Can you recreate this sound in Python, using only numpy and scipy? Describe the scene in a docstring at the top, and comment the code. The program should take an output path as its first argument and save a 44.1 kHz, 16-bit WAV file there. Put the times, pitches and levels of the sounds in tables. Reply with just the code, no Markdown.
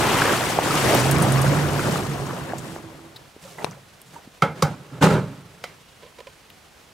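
"""A pickup rolls past close by on a wet gravel trail: tyres crunch and spray, stones pop, stems whip the
body, and rumble and exhaust fade away by 3.3 s. A man steps through the weeds and snaps a twig.
At 4.4 s he unlatches the steel tailgate; it groans down, lands on its cables at 5 s with a boom
and shakes the load. A thin far whistle sounds, and at 6 s he pats his trousers. Quiet woods behind."""
import sys
import numpy as np
from scipy import signal
from scipy.io import wavfile
from scipy.ndimage import uniform_filter1d

SR = 44100
rng = np.random.default_rng(int(sys.argv[2]) if len(sys.argv) > 2 else 0)


def master(y):
    """Save y as 16-bit WAV."""
    cut = np.clip(np.atleast_2d(y).T, -1, 1)
    pcm = np.round(cut * 32767)  # scale
    wavfile.write(sys.argv[1], SR, pcm.astype(np.int16))


N = 305606
T = np.arange(N) / SR


# fader ride of the pass-by (time [s], level [dB])
PASS_BY = [(0, -23), (.55, -26), (1.15, -22), (1.55, -23), (1.9, -28.5), (2.1, -30), (2.5, -35.5),
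           (2.9, -45.5), (3.3, -55)]
def truck():
    """The pickup passes close by and fades: rumble and exhaust to the right, spray a little left."""
    fader_db, on = levels(PASS_BY)
    return on * wheels(fader_db) + sides(-4.5) * (exhaust(fader_db) + hollow_ring())


# EQ of the three noise layers (frequency [Hz], level [dB])
CRUNCH_EQ = [(120, -21), (250, 0.5), (400, 1), (1400, -6.5), (2300, -14), (6000, -35), (9000, -57)]
SPRAY_EQ = [(1470, -6.5), (2500, 3), (7860, -1), (13800, -10), (15700, -14)]
RUMBLE_EQ = [(30, -30), (85, -6), (140, 2.5), (210, -6.5), (400, -8), (700, -57.5)]
# stereo image (frequency [Hz], correlation), (frequency [Hz], left lead [rad]), (frequency [Hz], pan [dB])
WHEEL_LIKENESS = [(60, 0.98), (240, 0.94), (950, 0.63), (3770, 0.079), (15000, 1)]
WHEEL_LEAD = [(0, -1.85), (1890, 1), (15400, -0.71)]
WHEEL_PAN = [(100, -4.5), (500, -1), (2000, 5), (12000, 1)]
# wetter and drier stretches of trail (start [s], length [s], crunch boost [dB], spray boost [dB])
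PUDDLES = [(0.03, 0.34, 3.5, 0.5), (0.523, 0.11, 0.5, -4.5), (0.636, 0.38, 5.5, 2), (1.714, 0.3, 4, 6),
           (2.425, 0.14, 3, -1.5), (2.558, 0.23, 2, 5.5)]
def wheels(fader_db):
    """Tyres crunch gravel and throw spray while the underbody rumbles."""
    start, length, crunch_boost_db, spray_boost_db = np.transpose(PUDDLES)
    progress = np.clip((T - np.c_[start]) / np.c_[length], 0, 1)
    splash = np.sin(np.pi * progress ** 2.2).clip(0) ** 0.42  # slow build, flat top, fast stop
    rear = np.clip((T - 1) / 0.15, 0, 1)  # the rear axle passes at 1 s: less spray, more rumble
    crunch_db = fader_db + crunch_boost_db @ splash
    spray_db = fader_db - 3 - 6 * rear + spray_boost_db @ splash
    rumble_db = fader_db - 4 + 5 * rear + 0.2 * crunch_boost_db @ splash
    image = WHEEL_LIKENESS, WHEEL_LEAD, WHEEL_PAN
    crunch = hiss(CRUNCH_EQ, *image, 2.2, 1.2) + 0.45 * grains(260, 4.2, 500, 1900, cycles=2.5)
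    spray = hiss(SPRAY_EQ, *image, 1.5, 1.1, size=256) + 0.28 * grains(900, 4.5, 2860, 13000, cycles=7)
    rumble = hiss(RUMBLE_EQ, *image, 1.2, 0.8, size=2048)
    # the front tyre's bright squelch fades as it rolls off
    crunch += gain_of(0.5 - 8.4 * T) * grains(2500, 1.05, 810, 3300, cycles=1.46)
    return gain_of(crunch_db) * crunch + gain_of(spray_db) * spray + gain_of(rumble_db) * rumble


# exhaust note (time [s], pitch [Hz], level against the fader [dB])
EXHAUST_NOTE = [(.6, 126.5, -10), (.78, 150.5, 3), (.88, 117.4, -1), (1.0, 123.3, 2.5), (1.17, 147.1, 8.5),
                (1.23, 134.9, 1), (1.3, 132.7, 9), (1.46, 137.9, 5), (1.6, 146, 3), (2.5, 136.4, -0.5)]
def exhaust(fader_db):
    """A breathy tone; the two cylinder banks fire unevenly, which adds a half order."""
    hz, note_db, running = levels(EXHAUST_NOTE)
    turns = np.cumsum(hz) / SR
    tone = np.sin(2 * np.pi * turns) + 0.086 * np.sin(np.pi * turns)
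    breath = ring(rng.standard_normal(N), hz, width=36)
    return running * gain_of(fader_db + note_db) * (0.61 * evened(tone) + 0.11 * evened(breath))


# hollow pulses (start [s], hold [s], level [dB])
HOLLOW_PULSES = [(2.51, 0.025, -40.5), (2.669, 0.012, -34.5), (2.83, 0.027, -40.5), (2.98, 0.066, -46.5)]
def hollow_ring():
    """A narrow resonance sounds in short pulses under the departing truck."""
    tone = ring(rng.standard_normal(N), 330, width=8.7)
    steady = evened(tone / np.sqrt(uniform_filter1d(tone ** 2, size=3000) + 1e-6))  # pitch still wavers
    return swells(*np.transpose(HOLLOW_PULSES), rise_s=0.014, fall_db_per_s=190) * steady


# hits on the gate (time [s], clack peak [dB], clack pitch [Hz], panel level [dB], panel bass trim [dB],
# crack level [dB], crack centre [Hz], damping [factor])
GATE_HITS = [(4.42, -3, 1304, -13, -8, -8, 3050, 1.26), (4.622, -12, 1110, -15.5, -4.5, 2.5, 4000, 1.3),
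             (5.638, -18.5, 2210, -24.5, -37, -12.5, 3320, 6.7)]
# latch ring (frequency [Hz], level against the clack [dB], t60 [s])
LATCH_MODES = [(2080, -20, 0.23), (3060, -31, 0.2)]
GATE_PAN_DB = -1.9
def gate_hits():
    """Steel strikes steel: a clack and a bright crack, then latch and panel ring on."""
    out, t = np.zeros(N), T[:SR // 2]
    attack = np.minimum(t / 0.003, 1)
    for s, db, hz, panel_db, bass_db, crack_db, crack_hz, damping in GATE_HITS:
        noise = rng.standard_normal(len(t))
        add(out, s + 0.00236, gain_of(db) * pop(hz, 6.5 / damping))
        # the crack is sharp, then loose parts buzz on more quietly
        crack_decay = gain_of(-60 * t / 0.026) + 0.14 * gain_of(-60 * t / 0.17)
        crack = gain_of(crack_db) * ring(noise, crack_hz, 4600) * crack_decay / 3
        struck = noise * (1 + 0.74 * np.exp(-t / 0.021))  # the blow, then the shiver of the steel
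        body = gain_of(panel_db) * panel(struck, bass_db, damping * t)
        latch = sum(gain_of(db + mode_db - 60 * t / t60) * evened(ring(noise, mode_hz, 380))
                    for mode_hz, mode_db, t60 in LATCH_MODES)
        add(out, s, attack * (body + crack + latch))
    return sides(GATE_PAN_DB) * out


# groan, landing and bounces (start [s], hold [s], bass [dB], panel [dB], rattle [dB])
GATE_JOLTS = [(4.538, 0.17, -48, -47.5, -42.5), (4.746, 0.18, -47.5, -53, -52.5),
              (4.909, 0.052, -37, -42.5, -52), (5.004, 0.015, -11, -13, -15),
              (5.074, 0.036, -17.5, -22, -29), (5.126, 0.006, -29, -21.5, -45),
              (5.61, 0.092, -61, -78, -48)]
# rattle EQ (frequency [Hz], level [dB])
RATTLE_EQ = [(1290, -2), (2200, -7.5), (5390, -17.5), (7250, -18), (15700, -35)]
def gate_drop():
    """The gate groans down, lands and bounces; loose load knocks unevenly against the steel."""
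    start, hold, bass_db, panel_db, rattle_db = np.transpose(GATE_JOLTS)

    def envelope(db, rise_s, fall_db_per_s):
        tail = swells(start, hold, db - 23.5, rise_s, fall_db_per_s=46.5)  # the steel hums on faintly
        return swells(start, hold, db, rise_s, fall_db_per_s) + tail + 1e-9

    bass = envelope(bass_db, 0.014, 110)
    body = envelope(panel_db, 0.026, 246)
    rattle = envelope(rattle_db, 0.024, 290)
    impacts = (rng.random(N) < 300 / SR) * rng.exponential(22, N)
    knocks = evened(1 + uniform_filter1d(impacts, size=100))
    steel = body * panel(knocks * rng.standard_normal(N), 20 * np.log10(bass / body), age_s=0)
    return sides(GATE_PAN_DB) * steel + rattle * np.sqrt(knocks) * ahead(RATTLE_EQ, 1.0, 0.66)


# mode clusters of the gate (frequency [Hz], nominal width [Hz], level [dB], t60 [s])
PANEL_MODES = [(147, 52, 7, 0.62), (246, 36, -5, 0.45), (404, 104, 6, 0.058), (518, 91, -0.5, 0.39),
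               (797, 150, -0.5, 0.37), (1280, 220, 0, 0.32), (2060, 610, -12.5, 0.16),
               (2840, 1000, -36, 0.057)]
def panel(drive, bass_db, age_s):
    """The steel panel rings in clusters of modes, each dying at its own speed."""
    return sum(gain_of(db + bass_db * (hz < 300) - 60 * age_s / t60)
               * evened(ring(drive, hz, 1.75 * width)) for hz, width, db, t60 in PANEL_MODES) / 2


# low weight under the hits (time [s], level [dB], t60 [s])
GATE_BOOMS = [(4.423, -12, .3), (4.6245, -6, .1), (5.0125, 4, .17)]
def gate_booms(hz=159):
    """The whole gate swings like a drum skin."""
    out, t = np.zeros(N), T[:SR // 2]
    attack = 1 - np.exp(-t / 0.0053)
    for s, db, t60 in GATE_BOOMS:
        add(out, s, -gain_of(db - 60 * t / t60) * attack * np.sin(2 * np.pi * hz * t))
    return sides(GATE_PAN_DB) * out


# gravel pops (time [s], peak [dB], pitch [Hz], decay [cycles])
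STONE_POPS = [(0.219, -3.5, 1550, 2.6), (.588, -2, 755, 1.1), (0.335, -13, 1320, 3.7),
              (0.706, -16, 1275, 9.3), (.932, -9, 557, 0.96), (0.95, -7.5, 720, 1),
              (0.954, -6.5, 240, 0.45), (1.794, -12.5, 1340, 2.3), (2.266, -29, 1040, 3.6),
              (2.309, -18, 1140, 1.4), (2.535, -14.5, 663, 1.1), (2.763, -18, 626, 0.35),
              (3.364, -31, 380, 0.68), (3.449, -36.5, 542, 6.7), (3.584, -34.5, 2010, 13),
              (3.62, -29, 890, 4), (4.162, -30.5, 926, 6.1), (4.274, -31, 232, 0.74)]
def stone_pops():
    """Stones and twigs pop under tyres and boots."""
    out = np.zeros((2, N))
    for s, db, hz, cycles in STONE_POPS:
        add(out, s, sides(-1.3) * gain_of(db) * pop(hz, cycles))
    return out


# bright flicks (time [s], peak [dB], centre [Hz], t60 [s])
STEM_WHIPS = [(0.948, -13, 13500, .012), (0.995, -18, 7500, 0.057), (1.111, -10, 9800, 0.047),
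              (1.183, -19.5, 9700, .03), (1.22, -14, 9250, .05), (1.319, -13.5, 9200, 0.067),
              (1.415, -17.5, 9920, 0.033), (1.909, -27, 4440, .06), (2.263, -30, 5990, 0.044),
              (2.582, -24.5, 7300, 0.044), (3.16, -31, 3900, 0.034), (3.71, -31, 5930, 0.043),
              (4.016, -32, 10600, 0.011), (6.501, -31.5, 2850, 0.016)]
def stem_whips():
    """Wet stems whip the truck's body and the man's trousers."""
    out, t = np.zeros((2, N)), T[:5000]
    for s, db, hz, t60 in STEM_WHIPS:
        noise, scatter = rng.standard_normal((2, len(t)))
        ragged = noise * gain_of(4 * evened(uniform_filter1d(scatter, size=60)))  # drops fly off unevenly
        envelope = np.minimum(t / (0.05 * t60), 1) * gain_of(-60 * t / t60)
        burst = (ring(ragged, hz, 0.4 * hz) + 0.12 * ragged) * envelope
        add(out, s, sides(1.8) * gain_of(db) * burst / abs(burst).max())
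    return out


# the break (time [s], level [dB], pan [dB]) and its ring (pitch [Hz], level [dB], decay [cycles])
TWIG_SNAPS = [(3.645, -7, 11)]
TWIG_MODES = [(710, -1, 0.4), (2500, -9.5, 2.4), (3860, -9.5, 2.1), (5500, -16, 4.7), (9500, -13, 2.2)]
def twig_snap():
    """A dry twig breaks and rings for a few cycles."""
    out = np.zeros((2, N))
    for s, db, pan_db in TWIG_SNAPS:
        for hz, mode_db, cycles in TWIG_MODES:
            add(out, s, sides(pan_db) * gain_of(db + mode_db) * pop(hz, cycles))
    return out


# footfalls (start [s], hold [s], swish [dB], thud [dB], rustle [dB])
FOOTFALLS = [(3.4, 0.11, -47.5, -49, -48.5), (3.557, 0.064, -35.5, -42.5, -47),
             (3.64, 0.053, -53, -39, -71), (4.04, 0.03, -65, -50, -55), (4.109, 0.0073, -43, -48, -51.5)]
# EQ of weeds and leaves (frequency [Hz], level [dB])
SWISH_EQ = [(150, -32), (250, -2), (526, 2.5), (1090, -3), (3000, -18), (6000, -64)]
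LEAF_EQ = [(1300, -19), (2400, -2.5), (8000, -4), (13800, -13), (15700, -17)]
def footsteps():
    """Wet weeds swish and rustle round the boots over dull thuds."""
    start, hold, swish_db, thud_db, rustle_db = np.transpose(FOOTFALLS)
    swish = ahead(SWISH_EQ, 2.4, 1.9) + 0.5 * grains(400, 4.5, 446, 2500, cycles=4)
    thud = sides(-1.6) * evened(ring(rng.standard_normal(N), 146, width=59))
    rustle = ahead(LEAF_EQ, 1.5, 1.4)
    return (swish * swells(start, hold, swish_db, rise_s=0.032, fall_db_per_s=133)
            + thud * swells(start, hold, thud_db, rise_s=0.027, fall_db_per_s=150)
            + rustle * swells(start, hold, rustle_db, rise_s=0.022, fall_db_per_s=140))


# hand pats (time [s], peak [dB], length [s]) and their colour (frequency [Hz], width [Hz], level [dB])
HAND_PATS = [(6.015, -34.5, 0.05), (6.052, -36, 0.034), (6.072, -44, 0.02), (6.183, -31.5, 0.016),
             (6.201, -30, 0.01), (6.267, -29, 0.014)]
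POCKET_MODES = [(495, 200, 11.5), (1008, 98, 5.5), (2100, 2600, 8)]
def trouser_pats():
    """Hands pat cloth and the pockets resonate."""
    out, t = np.zeros((2, N)), T[:4000]
    for s, db, length in HAND_PATS:
        attack = np.minimum(t / (0.29 * length), 1) ** 2
        touch = rng.standard_normal(len(t)) * attack * gain_of(-20 * t / length)
        pocket = sum(gain_of(mode_db) * evened(ring(touch, hz, width))
                     for hz, width, mode_db in POCKET_MODES)
        add(out, s, sides(-3.9) * gain_of(db) * pocket / abs(pocket).max())
    return out


def thicket_echoes(x, t60=0.033):
    """Scattered echoes from the truck and the bushes, different at each ear."""
    taps = rng.standard_normal((2, 12000)) * (rng.random((2, 12000)) < 0.05)
    taps = signal.lfilter([1, -0.9], [1, -0.6], taps * gain_of(-60 * T[:12000] / t60))  # thin the lows
    return signal.oaconvolve(x, taps / np.linalg.norm(taps[0]), axes=1)[:, :N]


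def far_whistle(hz=2865):
    """One thin, distant note, perhaps a bird."""
    return swells([5.81], [0.14], [-62], rise_s=0.014, fall_db_per_s=190) * np.sin(2 * np.pi * hz * T)


# ambience EQ (frequency [Hz], level [dB])
WOODS_EQ = [(20, -45), (74, 1), (181, -4), (291, -8), (454, -5.5), (3110, -12), (10600, -22),
            (15700, -29.5)]
def woods():
    """A quiet bed of outdoor air."""
    return gain_of(-49.5) * ahead(WOODS_EQ, 0.47, 1.0, size=1024)


# stereo image in front (frequency [Hz], correlation)
FRONT_LIKENESS = [(60, 1), (380, 0.57), (2380, 0.57), (15000, 0.79)]
def ahead(eq, patchy_db, flicker_db, size=256):
    """Noise from almost straight ahead."""
    return hiss(eq, FRONT_LIKENESS, [(20, 0.023)], [(20, -1.5)], patchy_db, flicker_db, size)


def hiss(eq, likeness, lead, pan, patchy_db, flicker_db, size=512):
    """Stereo noise from random short-time spectra, with drifting patches and broadband flicker."""
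    frames, hz = 4 * N // size + 5, np.fft.rfftfreq(size, 1 / SR)
    a, b, c, d, patches = rng.standard_normal((frames, len(hz), 5)).T
    patches = evened(uniform_filter1d(uniform_filter1d(patches, size=7, axis=0), size=7, axis=1))
    flicker = evened(uniform_filter1d(rng.standard_normal(frames), size=3))
    alike = np.clip(read(likeness, hz), -1, 1)[:, None]
    left = a + 1j * b
    right = (alike * left + np.sqrt(1 - alike ** 2) * (c + 1j * d)) * np.exp(-1j * read(lead, hz))[:, None]
    gain = gain_of(read(eq, hz)[:, None] + patchy_db * patches + flicker_db * flicker)
    spectra = np.array([left, right]) * gain * sides(read(pan, hz))[..., None]
    return evened(signal.istft(spectra, nperseg=size, noverlap=3 * size // 4)[1][:, :N])


def grains(per_s, spread_db, lo_hz, hi_hz, cycles, count=24):
    """Tiny pops of many pitches at random times and pans; a few are large."""
    out = np.zeros((2, N))
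    for hz in np.geomspace(lo_hz, hi_hz, count):
        size = gain_of(spread_db * np.minimum(rng.exponential(1, N), 4))
        hits = size * (rng.random(N) < per_s / count / SR)
        out += sides(rng.normal(0, 2)) * signal.oaconvolve(hits, pop(hz, cycles))[:N]
    return evened(out)


def pop(hz, cycles):
    """A wavelet that rises fast and dies in a few cycles, peak 1."""
    turns = np.arange(round(16 * SR / hz)) * hz / SR
    wave = np.sin(2 * np.pi * turns) * turns * np.exp(-2 * turns / max(cycles, 0.5))
    return wave / abs(wave).max()


def ring(x, hz, width):
    """A steep resonance: shift hz down to zero, smooth and shift back, twice over."""
    turn = np.exp(2j * np.pi * np.cumsum(hz * np.ones(len(x))) / SR)
    pole = np.exp(-np.pi * width / SR)
    for _ in range(2):
        x = 2 * (turn * signal.lfilter([1 - pole], [1, -pole], x / turn)).real
    return x


def swells(start, hold, db, rise_s, fall_db_per_s):
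    """Envelope of events that rise, hold and die away, added in power."""
    age = T - np.c_[start]
    attack = np.clip(age / rise_s, 0, 1) ** 2
    release_db = fall_db_per_s * np.maximum(age - rise_s - np.c_[hold], 0)
    return np.linalg.norm(attack * gain_of(np.c_[db] - release_db), axis=0)


def levels(rows):
    """Automation curves at every sample, and a gate that is open while they last."""
    s, *columns = np.transpose(rows)
    gate = np.clip(np.minimum(T - s[0] + 0.01, s[-1] - T) * 100, 0, 1)
    return [np.interp(T, s, column) for column in columns] + [gate]


def read(points, hz):
    """Looks up a curve on a log frequency axis."""
    knots_hz, value = np.transpose(points)
    return np.interp(np.log(hz + 1), np.log(knots_hz + 1), value)


def gain_of(db):
    """dB to gain."""
    return 10 ** (np.asarray(db) / 20)


def evened(x):
    """Scales to rms 1."""
    return x / np.sqrt(np.mean(x ** 2) + 1e-20)


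def sides(pan_db):
    """Left and right gains; positive pans left."""
    return gain_of(np.multiply.outer([0.5, -0.5], pan_db * np.ones(1)))


def add(mix, s, sound):
    """Mixes a sound in at s seconds."""
    part = mix[..., round(s * SR):][..., :sound.shape[-1]]
    part += sound[..., :part.shape[-1]]


def scene():
    """Truck and man over the woods; knocks and pops get short echoes and a low cut."""
    hits = stone_pops() + stem_whips() + twig_snap() + gate_hits() + gate_drop() + gate_booms()
    background = woods() + far_whistle()
    low_cut = signal.butter(3, 82, "high", fs=SR, output="sos")
    hits = signal.sosfilt(low_cut, hits + gain_of(-7.5) * thicket_echoes(hits))
    return truck() + footsteps() + trouser_pats() + hits + background


def record(dry):
    """Soft saturation, then a steep high cut."""
    high_cut = signal.firwin(511, 15800, window=("kaiser", 9), fs=SR)
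    return signal.oaconvolve(0.85 * np.tanh(dry), high_cut[None], "same")


dry = scene()
out = record(dry)
master(out)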